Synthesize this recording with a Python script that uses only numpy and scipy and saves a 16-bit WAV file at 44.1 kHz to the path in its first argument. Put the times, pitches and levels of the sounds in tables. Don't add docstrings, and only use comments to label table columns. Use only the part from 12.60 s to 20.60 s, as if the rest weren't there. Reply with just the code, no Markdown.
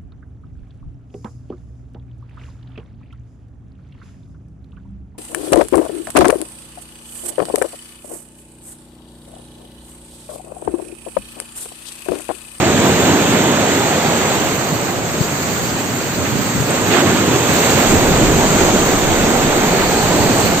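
import sys
import numpy as np
from scipy import signal
from scipy.fft import rfft, irfft
from scipy.io import wavfile
from scipy.ndimage import uniform_filter1d, minimum_filter1d

SR = 44100
rng = np.random.default_rng(int(sys.argv[2]) if len(sys.argv) > 2 else 0)


def dump(signal):
    limited = np.clip(np.atleast_2d(signal).T, -1, 1)
    pcm = np.round(limited * 32767).astype(np.int16)
    wavfile.write(sys.argv[1], SR, pcm)


N = 352800
TIME = np.arange(N) / SR
FREQS = np.fft.rfftfreq(N, 1 / SR)


def gain_of(db):
    return 10 ** (np.asarray(db) / 20)


def unit_rms(x):
    return x / np.sqrt(np.mean(x ** 2) + 1e-20)


def curve(points):
    hz, value = np.transpose(points)
    return np.interp(np.log(FREQS + 1), np.log(hz + 1), value)


def placed(db, pan_db):
    return gain_of(db + np.array([[.5], [-.5]]) * pan_db)


def churn(patch_db, patch_hz, patch_s, flutter_db):
    hop, window = 128, 512
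    frames = N // hop + 5
    a, b, c, d, patches = rng.standard_normal((5, frames, window // 2 + 1))
    span = max(1, round(patch_s * SR / hop))
    width = max(1, round(patch_hz * window / SR))
    patches = unit_rms(uniform_filter1d(uniform_filter1d(patches, span, axis=0), width, axis=1))
    flutter = unit_rms(uniform_filter1d(rng.standard_normal(frames), span))
    loudness = gain_of(patch_db * patches + flutter_db * flutter[:, None])
    spectra = np.array([a + 1j * b, c + 1j * d]) * loudness
    _, pair = signal.istft(spectra.swapaxes(1, 2), nperseg=window, noverlap=window - hop)
    return unit_rms(pair[:, :N])


def at_ports(pair, spectrum, coherence, lag=0):
    left, other = rfft(pair)
    coherence = np.clip(coherence, -1, 1)
    right = (coherence * left + np.sqrt(1 - coherence ** 2) * other) * np.exp(1j * lag)
    return unit_rms(irfft(np.array([left, right]) * gain_of(curve(spectrum)), N))


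# t/s, relative level/dB, rise/s, nominal run up the beach/s, extra boom/dB, extra churning/dB, pan/dB
CRESTS = [(0.04, 0, 0.19, 1.97, -1, 0, -.5), (1.65, -6, 0.13, 0.32, -16, -2, -3.5),
          (3.65, -12, 0.04, 1.2, -3, -1.5, -1), (4.11, -5, 0.021, 0.52, -3, -0.5, 0),
          (4.365, 0, 0.049, 0.066, 2, 2, -2.5), (4.49, -2.2, 0.051, 0.58, 0.5, -8, -2),
          (5.05, -2, 0.15, 0.47, -15, -5, -1), (5.68, -1.5, 0.65, 1.38, 1.7, 1.5, 0),
          (6.75, -3.5, 0.17, 1.44, -2.5, 2.4, 1.5), (7.62, -7.5, 0.14, 0.8, 4, 4, 3.5)]

def surge(linger, steep, lull_db, boom=0, churning=0, aim=0):
    power = gain_of(lull_db) ** 2
    for start, db, rise, run, boom_db, churning_db, pan_db in CRESTS:
        age = TIME - start
        swell = np.exp(-np.where(age < 0, (age / rise) ** 2, abs(age / (run * linger)) ** steep) / 2)
        peak = placed(db + boom * boom_db + churning * churning_db, aim * pan_db)
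        power = power + (peak * swell) ** 2
    return np.sqrt(power)


# f/Hz, relative level/dB
RUMBLE_SPECTRUM = [(20, -35), (50, -27.5), (75, 0), (125, 4.5), (170, -2), (260, -2.5), (600, -46),
                   (2000, -83)]
ROAR_SPECTRUM = [(50, -44), (100, -20), (160, -3), (230, -2), (370, -2.5), (520, -8.5), (750, -14.5),
                 (1200, -38), (4000, -70.5)]
TUMBLE_SPECTRUM = [(100, -44), (300, -4.5), (500, -1), (750, 0), (900, -3.5), (1100, -11.5), (2000, -21.5),
                   (6000, -60)]
CRASH_SPECTRUM = [(150, -33), (500, -10.5), (900, 1), (1400, 0.5), (2000, -2.5), (2700, -3.5), (3700, -5),
                  (4600, -9.5), (7000, -9.5), (15000, -28)]
# f/Hz, phase/rad
SURF_PHASE = [(50, -0.5), (300, 0.34), (700, 0.83), (1400, 0.97), (2000, 1.02), (2600, 1), (3600, 1.33),
              (4200, 2.5), (5200, 5), (6800, 3), (7800, 1), (15000, 0.5)]
# f/Hz, coherence
SURF_COHERENCE = [(50, 1), (250, 0.99), (700, 1), (1200, 0.71), (2000, 0.9), (3000, 0.28), (3700, 0.096),
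                  (4600, 1), (6500, 0.38), (9000, 0.38), (15000, .2)]

def breakers():
    coherence, lag = curve(SURF_COHERENCE), curve(SURF_PHASE)
    rumble = churn(patch_db=0.8, patch_hz=200, patch_s=0.04, flutter_db=-1)
    rumble = at_ports(rumble, RUMBLE_SPECTRUM, np.interp(FREQS, [60, 140], [.6, .9]))
    rumble *= np.hypot(gain_of(-22.5) * surge(linger=0.38, steep=2.5, lull_db=-6.5, boom=0.96), gulps())

    roar = churn(patch_db=1, patch_hz=200, patch_s=0.066, flutter_db=0.5)
    roar = at_ports(roar, ROAR_SPECTRUM, coherence, lag)
    roar *= gain_of(-15.5) * surge(linger=0.64, steep=3.1, lull_db=-12, boom=0.45)

    tumble = churn(patch_db=1.1, patch_hz=200, patch_s=0.06, flutter_db=1)
    tumble = at_ports(tumble, TUMBLE_SPECTRUM, coherence, lag)
    tumble *= gain_of(-20.5) * surge(linger=1, steep=3.1, lull_db=-13, churning=0.9)

    crash = churn(patch_db=1.12, patch_hz=400, patch_s=0.055, flutter_db=0.04)
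    crash = at_ports(crash, CRASH_SPECTRUM, coherence, lag)
    crash *= gain_of(-20) * surge(linger=0.8, steep=4.2, lull_db=-8.5, aim=1)
    return rumble + roar + tumble + crash


# f/Hz, relative level/dB
SHORE_SPECTRUM = [(50, -27), (120, 3), (210, 3), (400, -1.5), (600, -6), (900, -9.5), (1600, -12),
                  (3000, -28.5), (6000, -36)]
# f/Hz, coherence
WASH_COHERENCE = [(80, 0.13), (280, 0.97), (600, 0.74), (1000, 0.24), (1900, 0), (3000, 0.013),
                  (15000, 0.006)]

def shore():
    wash = churn(patch_db=-0.1, patch_hz=250, patch_s=0.075, flutter_db=0.5)
    return placed(-25, pan_db=1) * at_ports(wash, SHORE_SPECTRUM, curve(WASH_COHERENCE))


def bubbles(per_s, low_hz, high_hz, cycles, spread_db, sizes=12):
    out = np.zeros((2, N))
    t = np.arange(600) / SR
    per_size = int(per_s * N / SR / sizes)
    for hz in np.geomspace(low_hz, high_hz, sizes):
        when, strength, side = rng.random(size=(4000, 3))[:per_size].T
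        pop_db = spread_db * np.minimum(-np.log(1 - strength), 5)
        pops = np.zeros((2, N))
        pops[(side * 2).astype(int), (when * N).astype(int)] = gain_of(pop_db)
        age = hz * t / cycles
        glide = 1 + 0.015 * np.minimum(age, 4)
        ring = hz ** 0.77 * np.exp(-age) * np.sin(2 * np.pi * hz * t * glide)
        out += signal.oaconvolve(pops, ring[None], axes=1)[:, :N]
    return unit_rms(out)


# t/s, relative level/dB, pan/dB
FOAM_SHEET = [(0.0, -31, 4), (0.24, -26, 2), (0.99, -28.5, -0.5), (1.25, -27.5, -0.5), (1.7, -27, 1.5),
              (2.05, -27.5, -2), (2.42, -30.5, 0.5), (2.79, -27, 0), (3.6, -28.7, -0.5), (4.49, -26.5, -1),
              (4.69, -28, 0), (5.0, -22, -1), (5.3, -23.5, -3), (5.45, -24.5, 0.5), (6.05, -25, 1),
              (6.65, -26, -1), (7.83, -25, -2.5), (8.0, -24.5, 2)]
# f/Hz, relative level/dB
FIZZ_SPECTRUM = [(100, -25), (400, 5), (1000, 6), (2200, 3), (3400, -2), (4400, 3.5), (7000, 2.5),
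                 (12000, -2), (16000, 0)]

def foam():
    hiss = churn(patch_db=1.48, patch_hz=920, patch_s=0.032, flutter_db=0.66)
    crackle = bubbles(per_s=3600, low_hz=1275, high_hz=13520, cycles=4.6, spread_db=2)
    times, db, pan_db = np.transpose(FOAM_SHEET)
    sheet = placed(np.interp(TIME, times, db), np.interp(TIME, times, pan_db))
    fizz = at_ports(hiss + gain_of(-11) * crackle, FIZZ_SPECTRUM, curve(WASH_COHERENCE))
    return gain_of(4.5) * sheet * fizz


# t/s, level/dB, centre f/Hz, width/octaves, length/s, pan/dB
SPLASH_EVENTS = [(0.756, -25, 1800, 0.88, 0.034, -2), (1.12, -33, 6000, 1.3, 0.064, 16),
                 (1.631, -23.5, 1000, 1.6, .03, 1), (2.6, -23, 280, 0.65, .018, 3),
                 (2.932, -32.5, 6500, 2.1, 0.045, -9), (3.604, -30, 564, 0.53, 0.062, 7),
                 (3.659, -26.5, 2050, 0.69, 0.016, -1), (4.108, -16, 8640, 0.15, 0.0018, -8),
                 (4.123, -24.5, 530, 0.36, 0.077, -6), (4.32, -21.5, 2300, 1.2, 0.035, -3),
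                 (4.335, -28, 8500, 1.2, 0.04, -1), (4.37, -19, 600, 1.3, 0.025, -1),
                 (4.48, -21.5, 1200, 1.7, 0.046, 0), (5.3, -26, 7000, 0.79, 0.061, 3),
                 (5.34, -14.5, 280, 0.93, 0.048, -1.5), (5.626, -16.5, 280, 0.54, 0.042, 0),
                 (5.95, -30, 6600, .22, 0.65, -3.5), (6.02, -24.5, 1700, 1.8, 0.11, -2),
                 (6.138, -15.5, 290, 0.75, 0.021, 1), (6.75, -24, 690, 0.51, 0.066, -8),
                 (7.198, -25, 1600, 0.86, 0.11, -2), (7.53, -24, 623, 0.87, 0.1, -5),
                 (7.55, -31, 4400, 0.29, 0.7, -3), (7.79, -25.5, 8400, .3, 0.076, -1),
                 (7.84, -30, 4500, 0.37, 0.022, 0.5)]

def splashes(alike_below_hz=1300):
    hiss = rng.standard_normal((2, N))
    drops = bubbles(per_s=2700, low_hz=885, high_hz=11700, cycles=0.57, spread_db=-1.5, sizes=6)
    left, other = rfft(unit_rms(hiss + drops))
    coherence = np.exp(-(FREQS / alike_below_hz) ** 2)
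    water = np.array([left, coherence * left + np.sqrt(1 - coherence ** 2) * other])
    out = np.zeros((2, N))
    for when, db, hz, octaves, length, pan_db in SPLASH_EVENTS:
        band = np.exp(-(np.log2((FREQS + 1) / hz) / octaves) ** 2)
        spray = unit_rms(irfft(water * band, N))
        age = (TIME - when) / length
        swell = np.exp(-np.where(age < 0, 2, .8) * age ** 2)
        out += placed(db, pan_db) * spray * swell
    return out


# t/s, peak level/dB, f/Hz, length/s, pan/dB
BUMP_EVENTS = [(2.131, -13, 178, 0.01, -2.5), (2.614, -9, 143, 0.0054, 13), (5.298, -20, 30, 0.031, 0),
               (5.359, -16, 80, 0.028, 1), (5.39, -20, 48, .018, 3), (6.143, -11, 212, 0.011, -1)]

def bumps():
    out = np.zeros((2, N))
    for when, db, hz, length, pan_db in BUMP_EVENTS:
        age = TIME - when
        out += placed(db, pan_db) * np.exp(-(age / length) ** 2) * np.cos(2 * np.pi * hz * age)
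    return out


# t/s, level/dB, pan/dB
GULP_EVENTS = [(3.63, -27, -15), (3.77, -24, -18), (3.99, -19, 9), (4.26, -27, -11), (4.48, -30, 4),
               (4.92, -23, 2), (5.15, -20, 0), (5.35, -22, 3), (5.62, -18, 4), (6.48, -18, -1),
               (6.85, -24, 0), (7.64, -23, -11), (7.87, -21.5, -11)]

def gulps(swell_s=0.038):
    return sum(placed(db, pan_db) * np.exp(-((TIME - when) / swell_s) ** 2 / 2)
               for when, db, pan_db in GULP_EVENTS)


# f/Hz, relative level/dB
SLAP_SPECTRUM = [(300, -23), (800, -4), (1300, 2), (2400, -6), (3600, -2), (5500, -13), (14000, -20)]

def slap(at_s=4.375, spread_s=0.049):
    drops = bubbles(per_s=420, low_hz=900, high_hz=4200, cycles=1.3, spread_db=2, sizes=6)
    patter = at_ports(drops, SLAP_SPECTRUM, coherence=.6, lag=curve(SURF_PHASE))
    fall = np.exp(-((TIME - at_s) / spread_s) ** 2)
    return placed(-18, pan_db=-2) * fall * patter


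def gust(at_s=5.28, rise_s=0.03, hold_s=0.31, gust_db=-25, fade_db_per_s=4, calm_db=-46.5):
    eddies = churn(patch_db=1, patch_hz=200, patch_s=0.051, flutter_db=-0.5)
    # f/Hz, relative level/dB
    spectrum = [(5, 0), (22, 4.5), (42, 4.5), (60, 4), (100, -15), (300, -38), (1500, -94.5)]
    age = TIME - at_s
    onset = np.clip(age / rise_s, 0, 1)
    strength = gain_of(gust_db - fade_db_per_s * np.maximum(age - hold_s, 0))
    return (gain_of(calm_db) + onset * strength) * at_ports(eddies, spectrum, coherence=0.47)


def scene():
    return breakers() + slap() + shore() + foam() + splashes() + gust() + bumps()


# f/Hz, level/dB
LOWER_TREBLE = [(4700, 0), (4830, -6), (6020, -3.5), (6200, 3), (6700, 4.5), (7000, 2), (7620, 7),
                (7780, 1), (8450, 0.5), (8720, -16), (8980, -32.5), (9200, -56.5)]
UPPER_TREBLE = [(11450, -44.5), (11620, -3), (12800, -5), (13020, -1), (15400, -5)]
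# f/Hz, left minus right level/dB
PORT_BALANCE = [(60, -1), (400, -1.5), (1000, -2), (2300, -7), (3400, -3), (4300, 0.5), (5400, -4.5),
                (6500, -0.5), (7500, 3.5), (8400, -8.5), (12000, -3), (15000, -6)]

def record(dry, ceiling=0.97, cutoff_hz=15560):
    colour = placed(curve(LOWER_TREBLE + UPPER_TREBLE), curve(PORT_BALANCE))
    heard = irfft(rfft(dry) * colour, N)
    headroom = ceiling / np.maximum(abs(heard).max(0), ceiling)
    limiter = uniform_filter1d(minimum_filter1d(headroom, size=129), size=129)
    lowpass = signal.firwin(1023, cutoff_hz, window=("kaiser", 9), fs=SR)
    return signal.oaconvolve(heard * limiter, lowpass[None], "same")


dry = scene()
out = record(dry)
dump(out)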